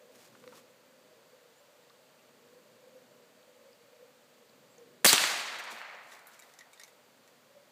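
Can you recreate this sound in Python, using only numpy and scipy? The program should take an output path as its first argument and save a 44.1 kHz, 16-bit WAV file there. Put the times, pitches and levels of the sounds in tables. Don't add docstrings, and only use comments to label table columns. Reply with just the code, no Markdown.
import sys
import numpy as np
from scipy import signal
from scipy.fft import rfft, irfft, next_fast_len
from scipy.io import wavfile
from scipy.ndimage import uniform_filter1d, map_coordinates

SR = 44100
rng = np.random.default_rng(int(sys.argv[2]) if len(sys.argv) > 2 else 0)


def to_wav(s):
    ch = np.atleast_2d(s).T
    pcm = np.round(np.clip(ch, -1, 1) * 32767)
    wavfile.write(sys.argv[1], SR, pcm.astype(np.int16))


N = 340182
TIME = np.arange(N) / SR


def amp(db):
    return 10 ** (np.asarray(db) / 20)


def unit(x):
    return x / np.sqrt(np.mean(x ** 2) + 1e-20)


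def peak(x):
    return x / np.abs(x).max()


def along(points, hz):
    freqs, values = np.transpose(points)
    return np.interp(np.log(hz + 1), np.log(freqs + 1), values)


def automation(points):
    return np.interp(TIME, *np.transpose(points))


def wobble(rate):
    return map_coordinates(rng.standard_normal(int(N * rate / SR) + 4), [TIME * rate])


def hump(s, half):
    return np.exp(-.5 * ((TIME - s) / half) ** 2)


def fade(t, t60, rise):
    t = np.maximum(t, 0)
    return (1 - np.exp(-t / rise)) * np.exp(-np.log(1000) * t / t60)


def filtered(x, response):
    size = next_fast_len(len(x) + 8192)
    return irfft(rfft(x, size) * response(np.fft.rfftfreq(size, 1 / SR)), size)[:len(x)]


def resonance(hz, centre, width):
    return 1j * hz * width / (centre ** 2 - hz ** 2 + 1j * hz * width)


def knock(x, centre_hz, breadth=1.3):
    return filtered(x, lambda hz: resonance(hz, centre_hz, breadth * centre_hz) ** 2)


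def noise(spectrum, size=N):
    return unit(filtered(rng.standard_normal(size), lambda hz: amp(along(spectrum, hz))))


def band(centre_hz, width_hz, drift_hz):
    phase = 2 * np.pi * np.cumsum(centre_hz + drift_hz * wobble(6.5)) / SR
    return unit(wobble(width_hz) * np.sin(phase) + wobble(width_hz) * np.cos(phase))


def add(track, s, sound):
    part = track[round(s * SR):][:len(sound)]
    part += sound[:len(part)]


def ambience():
    # f/Hz, level/dB
    air_colour = [(25, 0), (60, -2), (120, 4), (400, -0.5), (700, 3.5), (1000, 3), (2000, -0.5), (4000, -4),
                  (4750, -2.5), (5050, -8), (7500, -6.5), (10000, -13.5), (15000, -10.5)]
    rumble_colour = [(25, -24), (60, -10), (90, -8), (125, 1), (180, -4), (245, 4), (320, -5.5), (400, 0),
                     (520, -17), (900, -52.5)]
    # t/s, level/dB
    rumble_ride = [(0, -71.5), (.52, -61.5), (.7, -73.5), (1.05, -70), (1.5, -78.5), (1.95, -77),
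                   (2.25, -69.5), (3.2, -69.5), (4.0, -76.5), (4.45, -73), (4.9, -64), (6.0, -79),
                   (6.9, -80.5), (7.35, -70), (7.7, -76)]
    rumble = amp(automation(rumble_ride) + .9 * wobble(9.9)) * noise(rumble_colour)
    air = amp(-64 - .05 * wobble(2.7)) * noise(air_colour)
    return rumble + air


def drone():
    # t/s, level/dB
    ride = [(0, -65), (.5, -63), (1.1, -67.5), (1.8, -67.5), (2.4, -69), (3.2, -64.5), (3.9, -67.5),
            (4.9, -66), (6.3, -73.5), (7.0, -74.5), (7.7, -69)]
    # f/Hz, width/Hz, drift/Hz, gain/dB
    hollows = [(494, 59, 11, -2), (581, 100, 18, -4.5)]
    # t/s, level/dB, half length/s, f/Hz
    surges = [(0.07, -61, 0.073, 511), (0.473, -57.5, 0.028, 502), (1.13, -63.5, 0.056, 481),
              (1.337, -63, 0.02, 484), (2.537, -63.5, 0.061, 482), (2.862, -59, 0.026, 495),
              (2.977, -56, 0.035, 516.5), (3.65, -61, 0.044, 523), (4.03, -62, 0.045, 498.4),
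              (4.824, -61, 0.034, 485), (7.568, -61.5, 0.042, 568)]
    steady = sum(amp(db) * band(hz, width, drift) for hz, width, drift, db in hollows)
    swells = sum(amp(db) * hump(s, half) * band(hz, width_hz=75, drift_hz=11)
                 for s, db, half, hz in surges)
    diffuse = amp(-73) * band(540, width_hz=260, drift_hz=20)
    return amp(automation(ride) - .24 + 1.5 * wobble(7)) * steady + swells + diffuse


def bird():
    # t/s, level/dB, f/Hz, half length/s, glide/(Hz/s)
    peeps = [(1.585, -68, 7150, .02, 14999), (4.723, -69, 7600, .025, 3000),
             (4.783, -53, 6500, 0.0019, -400000)]
    out = np.zeros(N)
    for s, db, hz, half, glide in peeps:
        u = np.clip((TIME - s) / half, -4, 4)
        pitch = hz * (1 + .01 * wobble(300)) + glide * half * u
        out += amp(db) * np.exp(-u ** 2) * np.sin(2 * np.pi * np.cumsum(pitch) / SR)
    return out


def handling():
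    # t/s, peak/dB, f/Hz, t60/s, bandwidth as a share of f
    twigs = [(0.351, -47.5, 1080, 0.031, 1), (0.4392, -48, 1330, .03, 0.97),
             (0.4768, -38, 2000, 0.007, 1.2), (.523, -47, 870, 0.11, 1.1), (0.578, -48, 1500, 0.017, 1.4),
             (1.8978, -51.5, 4000, .04, .4), (1.901, -55, 1110, 0.049, .5), (2.1891, -60, 2680, .07, .12),
             (3.4298, -56, 3400, .015, .25), (3.73, -54, 4600, 0.023, .18), (4.4954, -56, 4300, .02, .3),
             (5.5863, -38, 9000, .025, 1.3), (5.6397, -40, 7500, .015, 0.82), (5.7105, -43, 9000, .02, 1.3),
             (5.718, -49.5, 250, .1, 0.51), (5.9485, -52, 6200, .025, .25), (7.0929, -59, 5500, .01, .5)]
    # t/s, level/dB, half length/s
    rustles = [(0.213, -60, 0.055), (0.475, -68, 0.12), (0.572, -59.5, 0.025), (5.596, -52, 0.0084),
               (5.648, -59, 0.008), (5.726, -49.5, 0.016), (5.786, -59, 0.026), (6.053, -63.5, 0.015),
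               (6.141, -58.5, 0.04), (6.336, -60, 0.032), (6.434, -64.5, 0.025), (6.51, -66, 0.045),
               (6.832, -70, 0.09)]
    # f/Hz, level/dB
    leaf_colour = [(40, -30), (100, -14), (250, 6), (1000, 5), (4500, 2.5), (7500, 2), (10000, -3.5),
                   (15000, -5)]
    out, t = np.zeros(N), TIME[:SR // 8]
    for s, db, pitch_hz, t60, breadth in twigs:
        contact = rng.standard_normal(len(t)) * fade(t, t60, rise=.000083)
        add(out, s, amp(db) * peak(knock(contact, pitch_hz, breadth)))
    stir = sum(amp(db) * hump(s, half) for s, db, half in rustles)
    grain = unit(noise(leaf_colour) * amp(1.8 * wobble(460) + 1.7 * wobble(90)))
    return out + stir * grain


def action(bounces_per_s=460):
    # t/s, level/dB, low ring/dB, low ring/Hz, treble/dB, snap/Hz
    clicks = [(6.099, -50, -11, 1920, -19, 7500), (6.119, -41, -7, 1896, -27, 3500),
              (6.128, -45, -12, 2030, -20, 5500), (6.1922, -46, -18, 1930, -18, 7000),
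              (6.2702, -37, -23, 1980, -4, 12000), (6.3922, -39.5, -13, 2300, -5, 7500),
              (6.4226, -43.5, -10, 2010, -16, 6000), (6.5376, -46, -17, 1940, -12, 6000),
              (6.5886, -37.5, -18.5, 1900, -23, 6400), (6.608, -45, -1.5, 1900, -26, 3500),
              (6.7322, -41, -14.5, 2300, -18, 7400), (6.776, -49, -10, 1960, -20, 4000),
              (6.7966, -37.5, -12, 1905, -26, 5500), (6.8132, -43, -11, 2020, -28, 5500),
              (6.8349, -34.5, -17.5, 2220, -16, 6200), (6.879, -45.5, -12, 2030, -9, 7000),
              (7.2768, -47.5, -13, 1930, -12, 6000)]
    # f/Hz, level/dB, t60/s
    steel = [(2250, -9, .092), (2870, -17, .07), (3760, -3, 0.066), (3990, -2.5, .045), (5600, -13, .05),
             (6630, -13, .05), (7240, -5, .045), (9400, -19, .05), (10800, -10, .05), (11400, -13, .06)]
    out, t = np.zeros(N), TIME[:SR // 4]
    for s, db, ring_db, ring_hz, treble_db, snap_hz in clicks:
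        strike = [(hz * rng.normal(1, .02), level + rng.normal(0, 3.5), t60) for hz, level, t60 in steel]
        modes = sum(amp(level) * np.sin(2 * np.pi * hz * t) * fade(t, t60, rise=.00022)
                    for hz, level, t60 in strike)
        waver = np.cumsum(rng.normal(0, .09, len(t)))
        low_ring = np.sin(2 * np.pi * ring_hz * t + waver) * fade(t, t60=.09, rise=.0006)
        ring = amp(-24 - treble_db / 3) * modes + amp(ring_db) * low_ring
        colour = [(100, -48), (600, -3), (2000, -12), (4000, -7.5), (7000, -6),
                  (10000, treble_db + 3), (15000, treble_db + 2)]
        tick = amp(-14.5) * noise(colour, size=len(t)) * fade(t, t60=.032, rise=.00017)
        bounces = rng.standard_normal(len(t)) * (rng.random(len(t)) < bounces_per_s / SR)
        bounces *= fade(t, t60=.077, rise=.001)
        contact = rng.standard_normal(len(t)) * fade(t, t60=.008, rise=.0001)
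        snap = peak(filtered(contact, lambda hz: resonance(hz, snap_hz, snap_hz / 4)))
        chatter = amp(-8.5) * signal.fftconvolve(bounces, snap)[:len(t)]
        scrape = amp(-26.5) * noise(colour, size=len(t)) * fade(t, t60=.22, rise=.0038)
        add(out, s, amp(db) * (ring + amp(-5) * snap + chatter + tick + scrape))
    return out


def forest(start_s=5.06, returns_per_s=1500):
    # f/Hz, level/dB
    colour = [(40, -41.5), (75, -28.5), (120, -13.5), (250, -9.5), (450, -10.5), (700, -6), (1000, -4),
              (1800, -0.5), (3000, 1), (4700, 2.5), (5100, -2.5), (7500, 0.5), (10000, -5.5), (15000, -11)]
    # f/Hz, t60/s
    decay = [(60, 0.42), (150, 1.4), (300, 1.3), (600, 3.16), (1200, 2.77), (2000, 2.4), (3200, 1.52),
             (4500, 1.37), (7500, 1.01), (11000, 0.85), (15000, 0.87)]
    # t/s, gain/dB, half length/s
    hillsides = [(5.117, 2, 0.034), (5.24, 2, 0.025), (5.896, 2.5, 0.12)]
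    returns = rng.standard_normal(N) * (rng.random(N) < returns_per_s / SR)
    scatter = rng.standard_normal(N) + amp(-7) * unit(returns)
    scatter = unit(filtered(scatter, lambda hz: amp(along(colour, hz))))
    hz, t, spectrogram = signal.stft(scatter, SR, nperseg=512)
    loss = np.exp(-np.log(1000) * np.maximum(t - start_s, 0) / along(decay, hz)[:, None])
    patches = uniform_filter1d(rng.standard_normal(spectrogram.shape), size=7, axis=0)
    groves_db = unit(uniform_filter1d(patches, size=5, axis=1))
    tail = signal.istft(spectrogram * loss * amp(groves_db), SR, nperseg=512)[1][:N]
    hills_db = sum(db * hump(s, half) for s, db, half in hillsides)
    build_db = -5.5 * np.exp(-np.maximum(TIME - start_s, 0) / .028)
    onset = np.clip((TIME - start_s) / .005, 0, 1)
    return amp(-22.5 + hills_db + build_db + .77 * wobble(55)) * tail * onset


def trunks():
    # t/s, slap peak/dB, slap/Hz, brush/dB, brush/Hz, brush t60/s
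    echoes = [(5.0748, -12, 4500, -28, 3500, .03), (5.0952, -7, 4500, -25, 3000, .025),
              (5.0999, -11, 5000, -28, 3000, .04), (5.1243, -19, 4500, -28, 4500, .02),
              (5.1593, -14, 4000, -29, 3000, .04), (5.1798, -6, 2700, -17.5, 2400, .018),
              (5.1935, -21, 2000, -29, 1200, .04), (5.2383, -10.5, 2200, -21, 1500, .04),
              (5.2765, -22, 2300, -35, 2000, .04), (5.3375, -24, 1600, -31, 1400, .05),
              (5.8153, -29, 1500, -39, 1300, .02)]
    out, t = np.zeros(N), TIME[:SR // 10]
    for s, slap_db, slap_hz, brush_db, brush_hz, t60 in echoes:
        u = np.pi * (slap_hz * t - 1)
        slap = (2 * u ** 2 - 1) * np.exp(-u ** 2)
        brush = unit(knock(rng.standard_normal(len(t)), brush_hz)) * fade(t, t60, rise=.0007)
        add(out, s, amp(slap_db) * slap + amp(brush_db) * brush)
    return out


def thuds():
    # t/s, level/dB, f/Hz, t60/s
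    returns = [(5.052, -28, 331, .05), (5.132, -29, 520, .11)]
    out, t = np.zeros(N), TIME[:SR // 4]
    for s, db, hz, t60 in returns:
        body = unit(knock(rng.standard_normal(len(t)), hz))
        add(out, s, amp(db) * body * fade(t, t60, rise=.001))
    return out


def gas():
    # f/Hz, level/dB
    jet = [(80, -59), (300, -16.5), (1500, 13), (3000, 8.5), (4700, -5), (5200, 5.5), (8000, -2.5),
           (10000, -10.5), (15000, -40.5)]
    sputter = unit(amp(wobble(60) + 1.5 * wobble(350)))
    return amp(-28) * sputter * noise(jet) * fade(TIME - 5.133, t60=.66, rise=.075)


def zing():
    # f/Hz, width/Hz, gain/dB
    peaks = [(4500, 650, -1), (8000, 700, -9), (12180, 12000, -13.5)]
    ring = filtered(rng.standard_normal(N),
                    lambda hz: sum(amp(db) * resonance(hz, centre, width) for centre, width, db in peaks))
    gate = np.interp(TIME, [5.095, 5.125], [1, 0])
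    return amp(-15) * unit(ring) * fade(TIME - 5.061, t60=.45, rise=.012) * gate


def bangs(push_cycles=6):
    # t/s, crack/dB, crack t60/s, push/dB, push/Hz
    fronts = [(5.0447, -31, .03, -42, 600), (5.0466, -9, .018, -4, 1800), (5.0505, -14, .014, -10, 1500),
              (5.0519, -9, .012, -15, 850), (5.0531, -9, .012, -20, 520), (5.0545, -23, .04, -20, 225),
              (5.0594, -19, .02, -1, 1850), (5.0617, -12, .04, -18, 780), (5.1299, -1.5, .004, -3, 5600),
              (5.1311, -1, .004, -4, 4400), (5.1345, -34, .02, -31, 230), (5.1330, -30, .02, -12, 1000)]
    # f/Hz, level/dB
    colour = [(100, -27), (500, 1.5), (1200, -5.5), (2600, 0.5), (4500, -2), (5500, -3), (7800, 1.5),
              (10000, -1.5), (15000, -7.5)]
    out, t = np.zeros(N), TIME[:SR // 8]
    for s, crack_db, t60, push_db, push_hz in fronts:
        crack = noise(colour, size=len(t)) * fade(t, t60, rise=.0002)
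        push = np.sin(2 * np.pi * push_hz * t) * fade(t, push_cycles / push_hz, rise=.0001)
        add(out, s, amp(crack_db) * crack + amp(push_db) * push)
    return out


def scene():
    shot = bangs() + thuds() + zing() + gas() + trunks() + forest()
    return (shot + action() + handling() + bird() + drone() + ambience())[None]


def record(dry, ceiling=.58, low_cut_hz=140, top_hz=15450):
    squeezed = dry[0] / (1 + np.abs(dry[0] / ceiling) ** 8) ** (1 / 8)
    thinned = signal.sosfilt(signal.butter(3, low_cut_hz, "highpass", fs=SR, output="sos"), squeezed)
    return filtered(thinned, lambda hz: 1 / (1 + (hz / top_hz) ** 200))[None]


dry = scene()
out = record(dry)
to_wav(out)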